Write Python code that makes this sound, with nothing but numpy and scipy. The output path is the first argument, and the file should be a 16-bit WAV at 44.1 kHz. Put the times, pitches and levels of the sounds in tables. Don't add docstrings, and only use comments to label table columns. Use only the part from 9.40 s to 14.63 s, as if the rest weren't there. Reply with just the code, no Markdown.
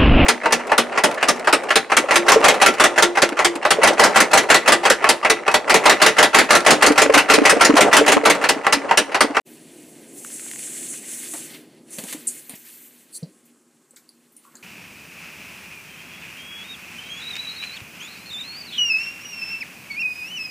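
import sys
import numpy as np
from scipy import signal
from scipy.fft import rfft, irfft
from scipy.io import wavfile

SR = 44100
rng = np.random.default_rng(int(sys.argv[2]) if len(sys.argv) > 2 else 0)


def unload_audio(sound):
    columns = np.transpose(np.atleast_2d(sound))
    steps = np.round(np.clip(columns, -1, 1) * 32767)
    wavfile.write(sys.argv[1], SR, steps.astype(np.int16))


def volts_from_db(level):
    exponent = np.asarray(level, float) / 20
    return 10 ** exponent


N = 230508

# (time [s], level [dB])
RUMBLE_LEVEL = [(0.07, -50), (0.69, -47), (1.07, -49), (1.45, -45.5), (1.73, -48.5), (2.12, -45.5),
                (2.35, -52), (2.5, -50.5), (2.72, -48), (2.84, -51), (3.18, -59.5), (3.94, -60),
                (4.46, -65.5), (5.05, -63), (5.22, -56)]
# (frequency [Hz], level [dB per Hz])
RUMBLE_COLOUR = [(20, -49), (40, -29.5), (85, -31.5), (120, -17.5), (157, -8), (195, -7.5), (240, -2),
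                 (272, -0.5), (308, 0.5), (370, -7), (480, -9.5), (800, -17), (1150, -31.5), (1500, -51)]
AIR_COLOUR = [(290, -29), (500, -15), (694, -13.5), (755, 5.5), (1630, 3.5), (1850, 0), (2260, -37),
              (5160, -4), (8130, 6), (15000, -33)]
DRAG_COLOUR = [(800, -11.5), (1250, -11), (1500, -4.5), (2000, -1), (2600, -0.5), (3100, -2.5),
               (3400, -5.5), (4500, -4), (5000, -11), (6200, -10.5)]
HISS_COLOUR = [(4800, -30), (5200, -17), (5800, -10.5), (6500, -6), (7800, -1), (8700, 0), (9300, -3),
               (10700, -3), (11250, -5), (11400, -40)]
SHEEN_COLOUR = [(11100, -40), (11300, -2), (12400, -4), (12800, -2), (13200, -5), (14200, -2), (15100, -3),
                (15300, -30)]
# (time at full
# level [s], hold [s], hiss [dB], drag above hiss [dB], sheen above hiss [dB])
STROKES = [(0.054, 0.078, -59, -6, 0), (0.067, 0.28, -54.5, -3.5, -15), (0.37, 0.42, -53, -5.5, -10.5),
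           (0.77, 0.047, -42, -15, -10), (0.846, 0.11, -43.5, -10, -9), (0.937, 0.21, -38, -12, -14.5),
           (1.2, .37, -35, -12, -14.5), (1.606, 0.094, -40.5, -12.5, -14),
           (1.724, 0.22, -34.5, -11.5, -12.5), (1.957, 0.1, -38, -9, -11.5), (2.108, 0.045, -48, 2.5, -4),
           (2.22, 0.16, -73, 11, -6),
           (2.49, 0.018, -59, 1.5, -19),
    (2.532, 0.015, -36.5, -13, -14),
    (2.59, 0.013, -37.5, -8.5, -6),
    (2.633, .04, -46, -6, -8),
    (2.687, 0.036, -36.5, -4.5, -9),
    (2.8, 0.086, -52.5, -0.5, -1),
    (2.913, 0.082, -44.5, -7.5, -4),
    (3.058, 0.16, -52.5, -3, 2),
    (3.108, .015, -55.5, 3, -9),
    (3.255, 0.048, -49, -5.5, 0),
           (3.325, 0.14, -52.5, -5, 3),
    (3.5, 0.13, -57, -4.5, -2.5),
    (3.699, 0.13, -58.5, -2.5, -10),
    (3.897, 0.21, -65, -4, -13),
    (4.572, .42, -73.5, 0, -1),
    (5.046, .2, -64, -0.5, -1),
]
STILL_LEVELS = [-70, -72, -80]
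# (time [s], peak [dB], board pitch [Hz], bright edge above it [dB])
TICKS = [(0.848, -28, 1620, 5), (0.903, -36, 1740, 6), (0.9962, -28.5, 2000, -2), (1.0635, -36, 1150, 1.5),
         (1.083, -31, 2530, -2), (1.1135, -25, 2110, 4), (1.1356, -30, 1780, 1.5), (1.1594, -30, 1760, 1),
         (1.1927, -34.5, 2350, 12), (1.429, -30.5, 2410, -2), (1.541, -35, 1530, 2)]
# (time [s], peak [dB], board pitch [Hz], 60 dB decay [s], slap [dB])
KNOCKS = [(1.936, -31.5, 310, 0.043, -4), (2.584, -28, 212, 0.036, -5.5), (2.637, -30, 210, 0.022, -8),
          (2.726, -42.5, 300, 0.018, 4), (2.746, -24.5, 292, 0.036, -35), (3.095, -40, 265, 0.13, -5),
          (3.135, -31, 215, 0.015, -15), (3.8256, -21, 163, 0.052, -21), (4.393, -50, 236, 0.06, -27),
          (4.534, -50.5, 510, 0.021, -11), (5.051, -41, 1134, 0.012, -31), (5.07, -50, 1110, 0.074, -21),
          (5.142, -49.5, 237, 0.077, -2.5)]
# (time [s],
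# peak [dB], low edge [Hz], high edge [Hz], 60 dB decay [s])
BRUSHES = [(1.935, -35.5, 440, 1270, 0.067), (3.134, -37, 1640, 3700, .11), (3.743, -38, 5600, 6360, 0.17),
           (3.15, -33, 5650, 15000, .08), (3.823, -31.5, 280, 570, 0.13), (3.86, -38.5, 176, 320, 0.28),
           (4.049, -47, 6700, 15000, 0.14), (4.561, -44.5, 1350, 2400, .12), (4.56, -39, 3400, 8900, 0.095),
           (4.562, -43.5, 9400, 15200, 0.15), (4.915, -49.5, 9050, 15000, 0.17),
           (5.03, -48.5, 900, 1500, 0.53), (5.13, -46, 1020, 1830, .3), (5.18, -48.5, 885, 1690, 0.35)]
# (time [s], peak [dB], board above it [dB], sheen above it [dB], 60 dB decay [s])
SLAPS = [
    (1.9365, -20.5, -12.5, -14, .035),
    (2.584, -20, -4, -17, 0.054),
    (2.637, -23, -8, -15, 0.038),
    (2.7252, -19.5, -4, -11, .05),
    (2.732, -25.5, -8, -14, 0.025),
    (3.094, -35.5, 2, 4, 0.056),
]
# (low edge [Hz], high edge [Hz])
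SLAP_BANDS = [
    (6160, 11900),
    (1540, 4550),
    (10800, 14000),
]
# (time [s], peak [dB], pitch [Hz], 60 dB decay [s], nail root above it [dB])
CLAWS = [
    (2.506, -33.5, 9700, 0.12, -25),
    (3.094, -26, 9240, .12, -19),
    (3.829, -46.5, 5600, 0.056, 12),
    (4.508, -38.5, 8360, 0.036, -20),
    (4.56, -37, 7400, .08, -12),
    (4.69, -38, 10000, 0.035, 0.5),
    (4.965, -34.5, 9400, 0.13, -28),
    (5.153, -30.5, 7030, 0.039, -13),
    (5.168, -42.5, 8550, 0.078, -.5),
]
# (level above the skid's own [dB], low edge [Hz], high edge [Hz], 60 dB decay [s])
SKID_BANDS = [
    (0.5, 7500, 9700, 0.052),
    (-8, 6600, 11400, 0.11),
    (-28.5, 4100, 5500, .1),
    (-22, 8700, 10900, 0.4),
]
# (time [s], level [dB])
SWEEP_LEVEL = [(3.70, -70), (3.72, -52), (3.74, -40), (3.748, -33), (3.762, -32), (3.777, -34),
               (3.785, -48), (3.806, -54), (3.812, -75)]
# (time [s], gain [dB])
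START_GAIN = [(0, -25), (.018, -15.5), (.02, -55), (.048, -39), (.056, -12), (.068, 1.5), (5.224, 0),
              (5.228, -1)]


def rms_one(x):
    return x / np.sqrt(np.mean(x ** 2) + 1e-20)


def in_time(rows):
    s, *columns = np.transpose(rows)
    return [np.interp(np.arange(N) / SR, s, c) for c in columns]


def band(x, low_hz, high_hz, order=2):
    edges = np.clip([low_hz, high_hz], 5, 0.45 * SR)
    return signal.sosfilt(signal.butter(order, edges, "band", fs=SR, output="sos"), x)


def drift(rate):
    r = np.exp(-80 * np.pi * rate / SR)
    slow = signal.lfilter([1], [1, -2 * r, r * r], rng.standard_normal(N // 40 + 2002))[2000:]
    return np.interp(np.arange(N) / 40, np.arange(len(slow)), rms_one(slow - slow.mean()))


def friction(colour, grain_db, patchy_db, rate):
    hz, level_db = np.transpose(colour)
    slips = rng.standard_normal((2, N)) * volts_from_db(grain_db * np.minimum(rng.exponential(1, (2, N)), 6))
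    edges = hz[0] * 2 ** np.arange(0, np.log2(hz[-1] / hz[0]) + 0.4, 0.4)
    together = drift(rate)
    flat = np.zeros(N)
    for k, (low, high) in enumerate(zip(edges, edges[1:])):
        if low < 0.44 * SR:
            flat += band(slips[k % 2], low, high) * volts_from_db(patchy_db * (together + drift(rate)))
    axis = np.log(np.fft.rfftfreq(N, 1 / SR) + 1)
    gain = volts_from_db(np.interp(axis, np.log(hz), level_db, left=-90, right=-90))
    ripple_count, ripple_db = 450, 2.04
    knots = rng.standard_normal(ripple_count)
    place = np.linspace(0, ripple_count - 1, len(gain))
    gain *= volts_from_db(ripple_db * np.interp(place, np.arange(ripple_count), knots))
    return rms_one(irfft(rfft(flat) * gain, N))


def burst(rise_s, t60_s, size, bend=1):
    t = np.arange(size) / SR
    swell = 1 - np.exp(-(t / max(rise_s, 1e-4)) ** 2)
    shape = swell * volts_from_db(-60 * (t / max(t60_s, 0.004)) ** bend)
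    return shape / shape.max()


def add(track, s, sound):
    at = round(s * SR)
    track[at:at + len(sound)] += sound[:N - at]


def scuff(out, s, db, low_hz, high_hz, rise_s, t60_s, bend=1, crack=0):
    size = 8000
    grit = rng.standard_normal(size) * volts_from_db(0.55 * np.minimum(rng.exponential(1, size), 4))
    grit[round(rise_s * SR)] += crack
    shape = burst(rise_s, t60_s, size, bend) + volts_from_db(-16) * burst(0.0034, 0.33, size)
    add(out, s, volts_from_db(db - 11.0) * shape * rms_one(band(grit, low_hz, high_hz, order=5)))


def household():
    rumble_db, = in_time(RUMBLE_LEVEL)
    motor_hz, width_hz = 238, 5
    tone = band(rng.standard_normal(N), motor_hz - width_hz / 2, motor_hz + width_hz / 2, order=1)
    tone_db = -59 + 0.7 * (rumble_db - rumble_db.mean())
    rumble = friction(RUMBLE_COLOUR, grain_db=0.1, patchy_db=0.6, rate=14)
    air = friction(AIR_COLOUR, grain_db=0.1, patchy_db=0.5, rate=15)
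    return volts_from_db(rumble_db) * rumble + volts_from_db(tone_db) * rms_one(tone) + volts_from_db(-66.5) * air


def stroke_gains():
    t = np.arange(0, N + 64, 64) / SR
    s, hold, db, drag_db, sheen_db = np.transpose(STROKES)[:, :, None]
    rise_db_per_s = 502 / (1 + hold / 0.08)
    fall_db_per_s = 181
    level = db - rise_db_per_s * np.maximum(s - t, 0) - fall_db_per_s * np.maximum(t - s - hold, 0)
    gains = []
    for above, still in zip((0, drag_db, sheen_db), STILL_LEVELS):
        power = np.sum(volts_from_db(level + above) ** 2, axis=0) + volts_from_db(still) ** 2
        gains.append(np.interp(np.arange(N) / SR, t, np.sqrt(power)))
    return gains


def rubbing(hiss, sheen):
    hiss_gain, drag_gain, sheen_gain = stroke_gains()
    drag = friction(DRAG_COLOUR, grain_db=2.0, patchy_db=1.3, rate=18)
    return drag_gain * drag + hiss_gain * hiss + sheen_gain * sheen


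def ticks():
    out, size = np.zeros(N), 900
    for s, db, hz, edge_db in TICKS:
        echoes = volts_from_db(-20) * rng.standard_normal(size) * burst(0.0004, 0.012, size)
        click = signal.unit_impulse(size) + echoes
        board = band(click, hz * 0.68, hz * 1.55)
        edge = band(click, 6600, 11300, order=3)
        add(out, s, volts_from_db(db) * (board / abs(board).max() + volts_from_db(edge_db) * edge / abs(edge).max()))
    return out


def hard_press(hiss):
    press_s, peak_db, spread_s = 1.26, -45.5, 0.094
    away = (np.arange(N) / SR - press_s) / spread_s
    return volts_from_db(peak_db - away ** 2) * rms_one(band(hiss, 6000, 9500))


def knocks():
    out, size = np.zeros(N), 6000
    t = np.arange(size) / SR
    for s, db, hz, t60_s, slap_db in KNOCKS:
        board = np.sin(2 * np.pi * hz * t) + volts_from_db(-18.5) * np.sin(2 * np.pi * 1.74 * hz * t)
        swing = burst(0.004, min(t60_s, 0.07), size, bend=2.2)
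        slap = rms_one(band(rng.standard_normal(size), 0.71 * hz, 3.93 * hz, order=3))
        slap = slap * burst(0.0014, 0.17, size)
        add(out, s - 0.002, volts_from_db(db - 2.5) * (board * swing + volts_from_db(slap_db) * slap))
    return band(out, 100, 6000, order=3)


def brushes():
    out = np.zeros(N)
    for s, db, low_hz, high_hz, t60_s in BRUSHES:
        scuff(out, s, db, low_hz, high_hz, 0.044 * t60_s, t60_s)
    return out


def slaps():
    out = np.zeros(N)
    for s, db, board_db, sheen_db, t60_s in SLAPS:
        for above, edges in zip((0, board_db, sheen_db), SLAP_BANDS):
            scuff(out, s, db + above, *edges, rise_s=0.0015, t60_s=t60_s, crack=11)
    return out


def claws():
    out = np.zeros(N)
    spread = 1.11
    for s, db, hz, t60_s, nail_db in CLAWS:
        parts = [(0, hz / spread, hz * spread), (nail_db, 3990, 4870), (-11, 5800, 15200)]
        for above, low_hz, high_hz in parts:
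            scuff(out, s, db + above, low_hz, high_hz, 0.00063, t60_s, bend=0.99, crack=14)
    return out


def skid():
    out = np.zeros(N)
    for above, low_hz, high_hz, t60_s in SKID_BANDS:
        scuff(out, 2.867, -9.5 + above, low_hz, high_hz, 0.0064, t60_s, bend=1.86)
    return out


def swept_pad(hiss, sheen):
    whistle = band(rng.standard_normal(N), 4180, 4760) * volts_from_db(1.1 * drift(70))
    high_hiss = rms_one(band(hiss, 7330, 24400, order=4))
    return volts_from_db(in_time(SWEEP_LEVEL)[0]) * (high_hiss + volts_from_db(-18.5) * sheen + volts_from_db(-13.5) * rms_one(whistle))


def scene():
    hiss = friction(HISS_COLOUR, grain_db=2.5, patchy_db=1.1, rate=22)
    sheen = friction(SHEEN_COLOUR, grain_db=2.5, patchy_db=0.5, rate=20)
    mono = household() + rubbing(hiss, sheen) + ticks() + hard_press(hiss)
    mono += knocks() + brushes() + slaps() + claws() + skid() + swept_pad(hiss, sheen)
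    return np.stack([mono, mono])


def low_pass(x):
    return signal.sosfilt(signal.butter(12, 16300, fs=SR, output="sos"), x)


def record(dry):
    top_cut = signal.ellip(10, 1, 75, 14950, fs=SR, output="sos")
    mix = signal.sosfilt(top_cut, dry) * volts_from_db(in_time(START_GAIN)[0])
    return low_pass(mix)


dry = scene()
out = record(dry)
unload_audio(out)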